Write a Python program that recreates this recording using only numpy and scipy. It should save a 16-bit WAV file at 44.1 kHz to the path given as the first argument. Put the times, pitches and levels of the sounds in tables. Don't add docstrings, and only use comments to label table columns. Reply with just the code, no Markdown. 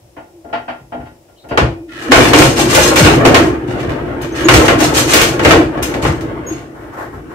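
import sys
import numpy as np
from scipy import signal
from scipy.fft import rfft, irfft, next_fast_len
from scipy.io import wavfile
from scipy.ndimage import uniform_filter1d

SR = 44100
rng = np.random.default_rng(int(sys.argv[2]) if len(sys.argv) > 2 else 0)


def dump(signal):
    limited = np.clip(np.atleast_2d(signal).T, -1, 1)
    pcm = np.round(limited * 32767).astype(np.int16)
    wavfile.write(sys.argv[1], SR, pcm)


N = 323694
TIME = np.arange(N) / SR
RING_TIME = TIME[:SR // 2]

# f/Hz, width/Hz, level/dB
STAND_RESONANCES = [(53, 12, -2), (69, 13, 1), (97.7, 13.7, -1.5), (121, 13.8, 6.5), (148, 41, -2.5)]
# f/Hz, width/Hz, level/dB
IRON_RESONANCES = [(4140, 66, 6.5), (4450, 59, -13), (5270, 190, 5), (6090, 53, 12.5), (6490, 270, 8.5),
                   (7200, 90, 8.5), (7580, 55, 5), (8300, 130, 4.5), (9870, 110, 3.5), (10680, 130, 1),
                   (12920, 90, 5.5), (14200, 180, -2)]
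# f/Hz, level/dB
THUD_SPECTRUM = [(25, -27), (55, -6.5), (125, -1.5), (195, -12.5), (260, -2), (340, -1), (480, -6),
                 (800, -8.5), (2500, -68)]
# f/Hz, level/dB
GRIND_SPECTRUM = [(1500, -2), (3000, 4.5), (4300, 3), (6500, 0), (8800, 1), (9600, -12.5), (11500, -2.5),
                  (14000, -23), (16000, -32)]


def undb(db):
    return 10 ** (np.asarray(db) / 20)


def unit(x):
    return x / np.sqrt(np.mean(x ** 2))


def add(out, s, sound):
    start = int(s * SR)
    out[:, start:start + sound.shape[-1]] += sound[..., :N - start]


def filtered(x, response):
    size = next_fast_len(x.shape[-1] + 4096)
    f = np.maximum(np.arange(size // 2 + 1) * SR / size, 1)
    return irfft(rfft(x, size) * response(f), size)[..., :x.shape[-1]]


def db_at(points, f):
    hz, db = np.transpose(points)
    return np.interp(np.log(f), np.log(hz), db)


def colour(x, points, tilt_db=0):
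    low, high = points[0][0], points[-1][0]

    def response(f):
        gain = undb(db_at(points, f) + tilt_db * np.log2(np.clip(f, low, high) / 1000))
        return gain * np.minimum(f / low, 1) ** 2 * np.minimum(high / f, 1) ** 2
    return filtered(x, response)


def resonate(x, peaks, order=1):
    out = 0
    for k, (hz, width, db) in enumerate(peaks):
        section = np.concatenate(signal.iirpeak(hz, hz / (width * order), fs=SR))
        polarity = (-1) ** (k * (order - 1))
        out = out + polarity * undb(db) * signal.sosfilt([section] * order, x + 1e-18)
    return out


def walk(rate):
    step = int(SR / rate)
    held = np.repeat(rng.standard_normal(N // step + 1), step)
    return unit(uniform_filter1d(held, step)[:N])


def slips(rate, scatter_db):
    size = undb(scatter_db * np.minimum(rng.exponential(size=(2, N)), 5))
    hits = rng.random((2, N)) < rate / SR
    return unit(hits * size * rng.choice([-1, 1], (2, N)))


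def rebound(x, depth, rate):
    hold = int(SR / rate)
    lag = np.repeat(rng.integers(30, 170, N // hold + 1), hold)[:N]
    return x + depth * x[:, np.arange(N) - lag]


def fade(t, t60, rise):
    return np.exp(-np.log(1000) * t / t60) * (1 - np.exp(-t / rise))


def gesture(s, rise, length, t60, sag_db_per_s=0):
    t = np.maximum(TIME - s, 0)
    release = np.exp(-np.log(1000) * np.clip((t - length) / t60, 0, 2))
    return np.minimum(t / rise, 1) * undb(-sag_db_per_s * np.minimum(t, length)) * release


def burst(points, tilt_db, t60, rise):
    t = RING_TIME[RING_TIME < t60]
    noise = unit(colour(rng.standard_normal((2, len(t))), points, tilt_db))
    return np.pad(noise * fade(t, t60, rise), [(0, 0), (0, len(RING_TIME) - len(t))])


def strike(modes, hard_db, rise):
    rings = [fade(RING_TIME, t60, rise) * undb(db) * np.exp(2j * np.pi * hz * RING_TIME)
             for hz, db, t60 in modes]
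    pitches, count = np.array(modes)[:, 0], len(modes)
    weight = undb(hard_db * np.log2(pitches / 700) + 2 * rng.standard_normal(count))
    stereo_spread = np.minimum(pitches / 2000, 1)
    phase = rng.random(count) + stereo_spread * rng.random((2, count))
    return ((weight * np.exp(2j * np.pi * phase)) @ np.array(rings)).imag


def studio_air():
    # f/Hz, level/dB
    spectrum = [(15, -39), (25, -15), (59, 9), (286, -6), (335, 13.5), (404, -5), (604, 4), (1390, -16),
                (1580, -16), (2560, -14.5), (4500, -19), (5420, -14), (6040, -17), (7890, -17.5),
                (15000, -22.5)]
    return unit(colour(rng.standard_normal((2, N)), spectrum)) * undb(-48)


def room(x, t60, wet_db):
    # f/Hz, level/dB
    walls = [(350, -5.0), (700, -2.0), (4000, 0.5), (15000, -4.0)]
    tail = colour(rng.standard_normal((2, len(RING_TIME))), walls) * fade(RING_TIME, t60, rise=0.00077)
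    tail /= np.sqrt(np.sum(tail ** 2, axis=1, keepdims=True))
    return x + undb(wet_db) * signal.fftconvolve(x, tail, axes=1)[:, :N]


def microphones(x):
    # f/Hz, side minus mid/dB
    width = [(60, -16), (110, -20.5), (200, -12), (380, -10.5), (700, -1.5), (1290, 0), (2380, 0.5),
             (4400, 0.5), (8120, 0), (15000, 0)]
    # f/Hz, left minus right/dB
    balance = [(60, 2.5), (110, 0.5), (200, 3), (380, 0.5), (700, 3), (1290, 2.5), (2380, 0.0), (4400, 3),
               (8120, 0.5), (15000, 3)]
    sign = np.array([[1], [-1]])
    mid = filtered(x[0] + x[1], lambda f: (2 + 2 * undb(2 * db_at(width, f))) ** -.5)
    side = filtered(x[0] - x[1], lambda f: (2 + 2 * undb(-2 * db_at(width, f))) ** -.5)
    return filtered(mid + sign * side, lambda f: undb(sign * db_at(balance, f) / 2))


def sheet():
    # t/s, length/s, level/dB
    strokes = [(6.74, 0.13, -38.5), (6.919, .03, -31.5), (6.965, 0.073, -27.5), (7.12, 0.037, -35.5),
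               (7.287, 0.035, -35)]
    # f/Hz, level/dB
    spectrum = [(400, 21), (800, 26), (1800, 20), (2300, 8), (3200, -3), (5000, -6), (8000, -5),
                (9600, -13), (12000, -2), (15500, -19)]
    sliding = sum(undb(db) * gesture(s, rise=0.02, length=length, t60=0.24) for s, length, db in strokes)
    return unit(colour(slips(rate=9500, scatter_db=2.0), spectrum)) * sliding


def squeaks():
    # t/s, length/s, f/Hz, level/dB, pitch scatter/share
    chirps = [(1.362, 0.032, 3000, -55, 0.038), (1.37, 0.08, 3900, -53, 0.052),
              (4.321, 0.021, 6300, -39, .012), (4.444, 0.023, 6720, -21, 0.0055),
              (4.986, 0.012, 12700, -20.5, 0.0041), (6.464, .045, 6600, -26.5, 0.011),
              (6.522, 0.016, 6650, -31, 0.013)]
    out, waver, flutter = np.zeros((2, N)), walk(900), walk(150)
    for s, length, hz, db, scatter in chirps:
        span = slice(int(s * SR), int((s + length) * SR))
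        pitch = hz * (1 + scatter * unit(waver[span]))
        phase = 2 * np.pi * np.cumsum(pitch) / SR + 2 * rng.random((2, 1))
        swell = signal.windows.tukey(phase.shape[1], .25) * undb(2.3 * flutter[span])
        overtone = undb(-20) * np.sin(2 * phase) if hz < SR / 4 else 0
        add(out, s, undb(db) * swell * (np.sin(phase) + overtone))
    return out


def creak():
    # t/s, length/s, level/dB
    creaks = [(1.874, 0.33, -29), (4.324, 0.15, -25)]
    # f/Hz, width/Hz, level/dB
    crank = [(1320, 29, 3.5), (1694, 200, 1), (1825, 46, 2.5), (2380, 91, -2), (2850, 110, -6),
             (3160, 40, -19)]
    sag_per_s = .5
    ring, out = unit(resonate(slips(rate=900, scatter_db=3.0), crank)), 0
    for s, length, db in creaks:
        t = np.clip(TIME - s, 0, .5)
        slowing_time = s + t + sag_per_s * t * (length - t) / 2
        sinking = np.array([np.interp(slowing_time, TIME, side) for side in ring])
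        out = out + undb(db) * gesture(s, rise=0.38 * length, length=length, t60=.06) * sinking
    return out


def taps():
    # t/s, level/dB
    contacts = [(1.486, -42), (4.2174, -28), (5.8264, -13), (6.0272, -46)]
    out = np.zeros((2, N))
    for s, db in contacts:
        iron = unit(resonate(rng.standard_normal((2, len(RING_TIME))), IRON_RESONANCES))
        ring = iron * fade(RING_TIME, t60=0.27, rise=0.0012)
        tick = burst(GRIND_SPECTRUM, tilt_db=16.0, t60=0.1, rise=0.00027)
        add(out, s, undb(db) * (undb(-8) * ring + undb(-6.5) * tick))
    return out


def bumps():
    # t/s, level/dB
    jolts = [(0.0, -44), (.8, -38), (0.981, -30), (1.595, -7), (2.151, -5), (2.38, -9), (3.0, -4),
             (3.665, -18), (3.859, -18), (4.524, -8), (5.77, -20), (6.009, -11), (6.07, -10), (6.24, -24),
             (7.119, -26)]
    out = np.zeros((2, N))
    for s, db in jolts:
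        push = rng.standard_normal(len(RING_TIME)) * fade(RING_TIME, t60=0.4, rise=0.0013)
        swing = resonate(push, STAND_RESONANCES, order=2)
        add(out, s, undb(db) * swing / np.abs(swing).max())
    return out


def groans():
    # t/s, length/s, f/Hz, level/dB
    rubs = [(0.322, 0.077, 337, -39.5), (1.695, 0.204, 328, -34), (2.087, 0.041, 259, -9.5),
            (2.32, 0.071, 300, -9), (3.384, 0.081, 336.5, -14), (4.453, 0.0084, 335, -3.5),
            (4.791, 0.055, 336.5, -12.5), (5.565, 0.039, 311.6, -5), (6.508, 0.011, 335, -15)]
    t60, pitch_scatter = 0.096, 0.04
    out, waver = np.zeros((2, N)), walk(70)
    for s, length, hz, db in rubs:
        swell = np.minimum(RING_TIME / (.5 * length), 1)
        release = np.exp(-np.log(1000) * np.maximum(RING_TIME - length, 0) / t60)
        drift = np.cumsum(waver[int(s * SR):][:len(RING_TIME)]) / SR
        tone = np.sin(2 * np.pi * (hz * (RING_TIME + pitch_scatter * drift) + rng.random()))
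        add(out, s, undb(db) * swell * release * tone)
    return out


def lever():
    # t/s, level/dB, relative thud/dB, hardness/dB per octave
    knocks = [(0.165, -28.5, -8, -5), (.443, -33, -3, -9.5), (0.486, -37, 2, -7),
              (.527, -15.5, -14.5, -1.5), (.679, -18.5, -15, -3), (.92, -25, -6.5, -4.5),
              (.94, -24.5, -7, -11.5), (1.0, -33.5, -5, -4), (1.055, -38, -12, -0.5), (1.284, -49, 0, -4),
              (1.437, -38, 3, -5.5), (1.487, -38, 10, 6.5), (1.508, -18.5, 2, -3)]
    # f/Hz, level/dB, t60/s
    modes = [(247.6, -16, 0.43), (304.6, -9, 0.22), (540, -31, 0.14), (589, -17, .25), (683, 5, 0.2),
             (737, -2, 0.35), (860, -22, 0.48), (862, -1, 0.23), (1023, -7, 0.35), (1398, -3, 0.24),
             (1406, 1.5, 0.19), (1581, -22, 0.18), (1900, -11, 0.37), (2380, -23, 0.17), (2660, -9, 0.24),
             (3050, -16, 0.24), (3800, -18, 0.25), (4600, -21, 0.3)]
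    # f/Hz, level/dB
    spectrum = [(150, -29), (400, -15), (750, 3.5), (1100, -7.5), (1800, -5.5), (2500, -10), (3200, -11),
                (3500, -24.5), (4900, -26), (5600, -32.5), (15000, -60)]
    out, build_s = np.zeros((2, N)), .011
    for s, db, thud_db, hard_db in knocks:
        clack = burst(spectrum, hard_db, t60=.2, rise=build_s / 2)
        thud = burst(THUD_SPECTRUM, 0, t60=0.51, rise=build_s)
        ring = strike(modes, hard_db, rise=build_s)
        add(out, s, undb(db) * (undb(-5) * ring + undb(2) * clack + undb(thud_db) * thud))
    return out


def bed(scraping):
    # t/s, level/dB
    pulls = [(1.9, -44), (2.05, -30), (2.15, -15.5), (2.41, -12.5), (2.54, -20), (2.78, -13.5),
             (2.94, -17.5), (3.05, -11.5), (3.41, -11.5), (3.6, -24.5), (3.82, -21.5), (4.38, -24.5),
             (4.55, -11), (4.73, -15.5), (5.36, -20.5), (5.56, -14.5), (5.72, -24.5), (6.12, -22.5),
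             (6.5, -29), (6.68, -36), (7.34, -33)]
    # f/Hz, width/Hz, level/dB
    resonances = [(249.2, 49, -4), (287.3, 51, -4), (321.4, 17.8, 3.5), (357.7, 10, 2.5), (411.4, 18.5, -4),
                  (477, 13, -8.5)]
    # f/Hz, level/dB
    rub_spectrum = [(200, -66), (450, 3), (700, -1), (1000, -5), (1700, -7.5), (2300, -15.5), (3000, -20.5),
                    (4500, -35.5), (9000, -43), (15000, -46)]
    times, drive_db = np.transpose(pulls)
    drive = undb(np.interp(TIME, times, drive_db, left=-120))
    late_drive = np.interp(TIME - 0.022, TIME, drive)
    rumble = unit(resonate(slips(rate=490, scatter_db=1.5), STAND_RESONANCES, order=2))
    drone = unit(resonate(slips(rate=600, scatter_db=0.5), resonances, order=2))
    pressure = np.hypot(undb(-1) * drive ** 1.142, undb(-1.5) * scraping)
    grit = rebound(slips(rate=2500, scatter_db=2.0), depth=0.47, rate=12)
    rub = unit(colour(grit, rub_spectrum)) * pressure * undb(2.5 * walk(35))
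    return undb(-4.5) * rumble * late_drive ** 0.98 + undb(0.5) * drone * drive ** 0.99 + rub


def teeth():
    # t/s, rise/s, length/s, level/dB, relative rasp/dB
    scrapes = [(1.98, 0.051, 0.098, -37, -4), (2.11, 0.018, 0.14, -15, 8), (2.335, .06, 0.12, -14, -0.5),
               (2.552, 0.041, 0.042, -13.5, 2.5), (2.653, 0.12, 0.21, -10, 1), (2.954, .02, 0.046, -11, 3),
               (3.018, 0.033, 0.048, -14.5, 10.5), (3.245, 0.0091, 0.02, -20, 7),
               (3.34, .007, 0.014, -18.5, -15), (3.666, 0.037, 0.045, -41.5, 13),
               (3.762, 0.043, 0.053, -43.5, 18.5), (3.888, .008, 0.017, -48.5, 20),
               (4.21, .008, 0.015, -41, 15.5), (4.34, 0.025, 0.14, -33, 7.5), (4.487, .06, 0.095, -14, 3),
               (4.643, 0.011, .022, -19.5, 2), (4.776, 0.055, 0.051, -14.5, 2),
               (4.931, 0.05, 0.044, -11, -1), (5.055, 0.1, 0.11, -9, 1), (5.175, 0.025, 0.036, -12, 3),
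               (5.42, 0.033, 0.093, -22, 8.5), (5.818, 0.0089, 0.022, -30, 10),
               (6.017, 0.0099, 0.033, -25.5, 0), (6.477, 0.033, 0.11, -44, 7.5)]
    fine, coarse = np.zeros(N), np.zeros(N)
    for s, rise, length, db, rasp_db in scrapes:
        contact = undb(db) * gesture(s, rise, length, t60=0.36, sag_db_per_s=16.5)
        fine = np.maximum(fine, contact)
        coarse = np.maximum(coarse, undb(rasp_db) * contact)
    return fine, coarse


def gears(fine, coarse):
    # f/Hz, level/dB
    rasp_spectrum = [(500, -6), (1200, -1), (2700, -0.5), (3200, -5), (3900, -10), (6000, -16.5)]
    fine_grit = rebound(slips(rate=2200, scatter_db=1.5) * undb(2 * walk(60)), depth=0.46, rate=15)
    coarse_grit = rebound(slips(rate=1200, scatter_db=4.0), depth=0.63, rate=15)
    scrape = unit(colour(fine_grit, GRIND_SPECTRUM))
    rasp = unit(colour(coarse_grit, rasp_spectrum))
    ring = unit(resonate(fine_grit, IRON_RESONANCES))
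    return (undb(-3.0) * scrape + undb(-8.5) * ring) * fine + undb(-2.5) * rasp * coarse


def frame():
    # t/s, level/dB, relative thud/dB, hardness/dB per octave
    blows = [(1.574, -7, -2.5, -1.5), (1.622, -24, 8, -14.5), (2.118, 0.5, -15, -1),
             (2.178, -10, 9.5, -3.5), (2.333, -3.5, 1, 1), (2.387, -8.5, 9, 6), (2.42, -8, -7, 0),
             (2.583, -21, 10.5, -11), (2.748, -11.5, -8, 7.5), (2.958, -15, -6, 6.5), (3.051, -12, 8.5, 2),
             (3.251, -6, 8, -1), (3.344, -3.5, -7, 1), (4.485, -2.5, -3, 1), (4.539, -6.5, 4, 5),
             (4.681, -8, -20, 0.5), (4.804, -24, 12, 9), (5.134, -7.5, -0.5, 8), (5.215, -12, 0, 7),
             (5.393, -18.5, 2, 0), (5.449, -6.5, 6, 0.5), (5.508, -3.5, 2.5, 0.5), (5.775, -27.5, 10, -3.5),
             (5.939, -26, 10.5, 2.5), (6.03, -24, 0, -4), (6.05, -13.5, -15, -3.5), (6.085, -21, -5, -4),
             (6.208, -37, 6, 6)]
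    # f/Hz, level/dB, t60/s
    modes = [(239.5, -12.5, 0.79), (331, -7.5, 1), (492, 0, 0.21), (612, -17, 0.24), (770, -16, 0.15),
             (1390, 1, 0.23), (1850, -4, 0.31), (2380, -30, .3), (2450, -19, 0.9), (2650, -7, 0.075),
             (2947, -18, 0.15)]
    # f/Hz, level/dB
    spectrum = [(150, -18), (300, 0), (700, 1), (1100, 3), (1800, 0.5), (2900, -4), (3700, -12),
                (6500, -18.5), (9500, -28.5), (15000, -36.5)]
    out = np.zeros((2, N))
    for s, db, thud_db, hard_db in blows:
        crack = undb(5.5) * burst(spectrum, hard_db + 0.5, t60=0.059, rise=0.00062)
        clang = undb(2.5) * burst(spectrum, hard_db, t60=0.23, rise=0.0008)
        thud = undb(thud_db) * burst(THUD_SPECTRUM, 0, t60=0.38, rise=0.0046)
        ring = undb(-12.5) * strike(modes, hard_db, rise=0.0035)
        add(out, s, undb(db) * (crack + clang + ring + thud))
    return out


def scene():
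    fine, coarse = teeth()
    impacts = lever() + frame() + bumps() + taps()
    friction = bed(fine) + gears(fine, coarse) + creak() + groans() + squeaks() + sheet()
    return microphones(studio_air() + room(impacts + friction, t60=0.29, wet_db=-7.0))


def record(dry):
    knee, top_hz = 5, 15650
    saturated = dry / (1 + np.abs(dry) ** knee) ** (1 / knee)
    lowpass = signal.ellip(10, .1, 70, top_hz, fs=SR, output="sos")
    return np.clip(signal.sosfilt(lowpass, saturated), -1, 1)


dry = scene()
out = record(dry)
dump(out)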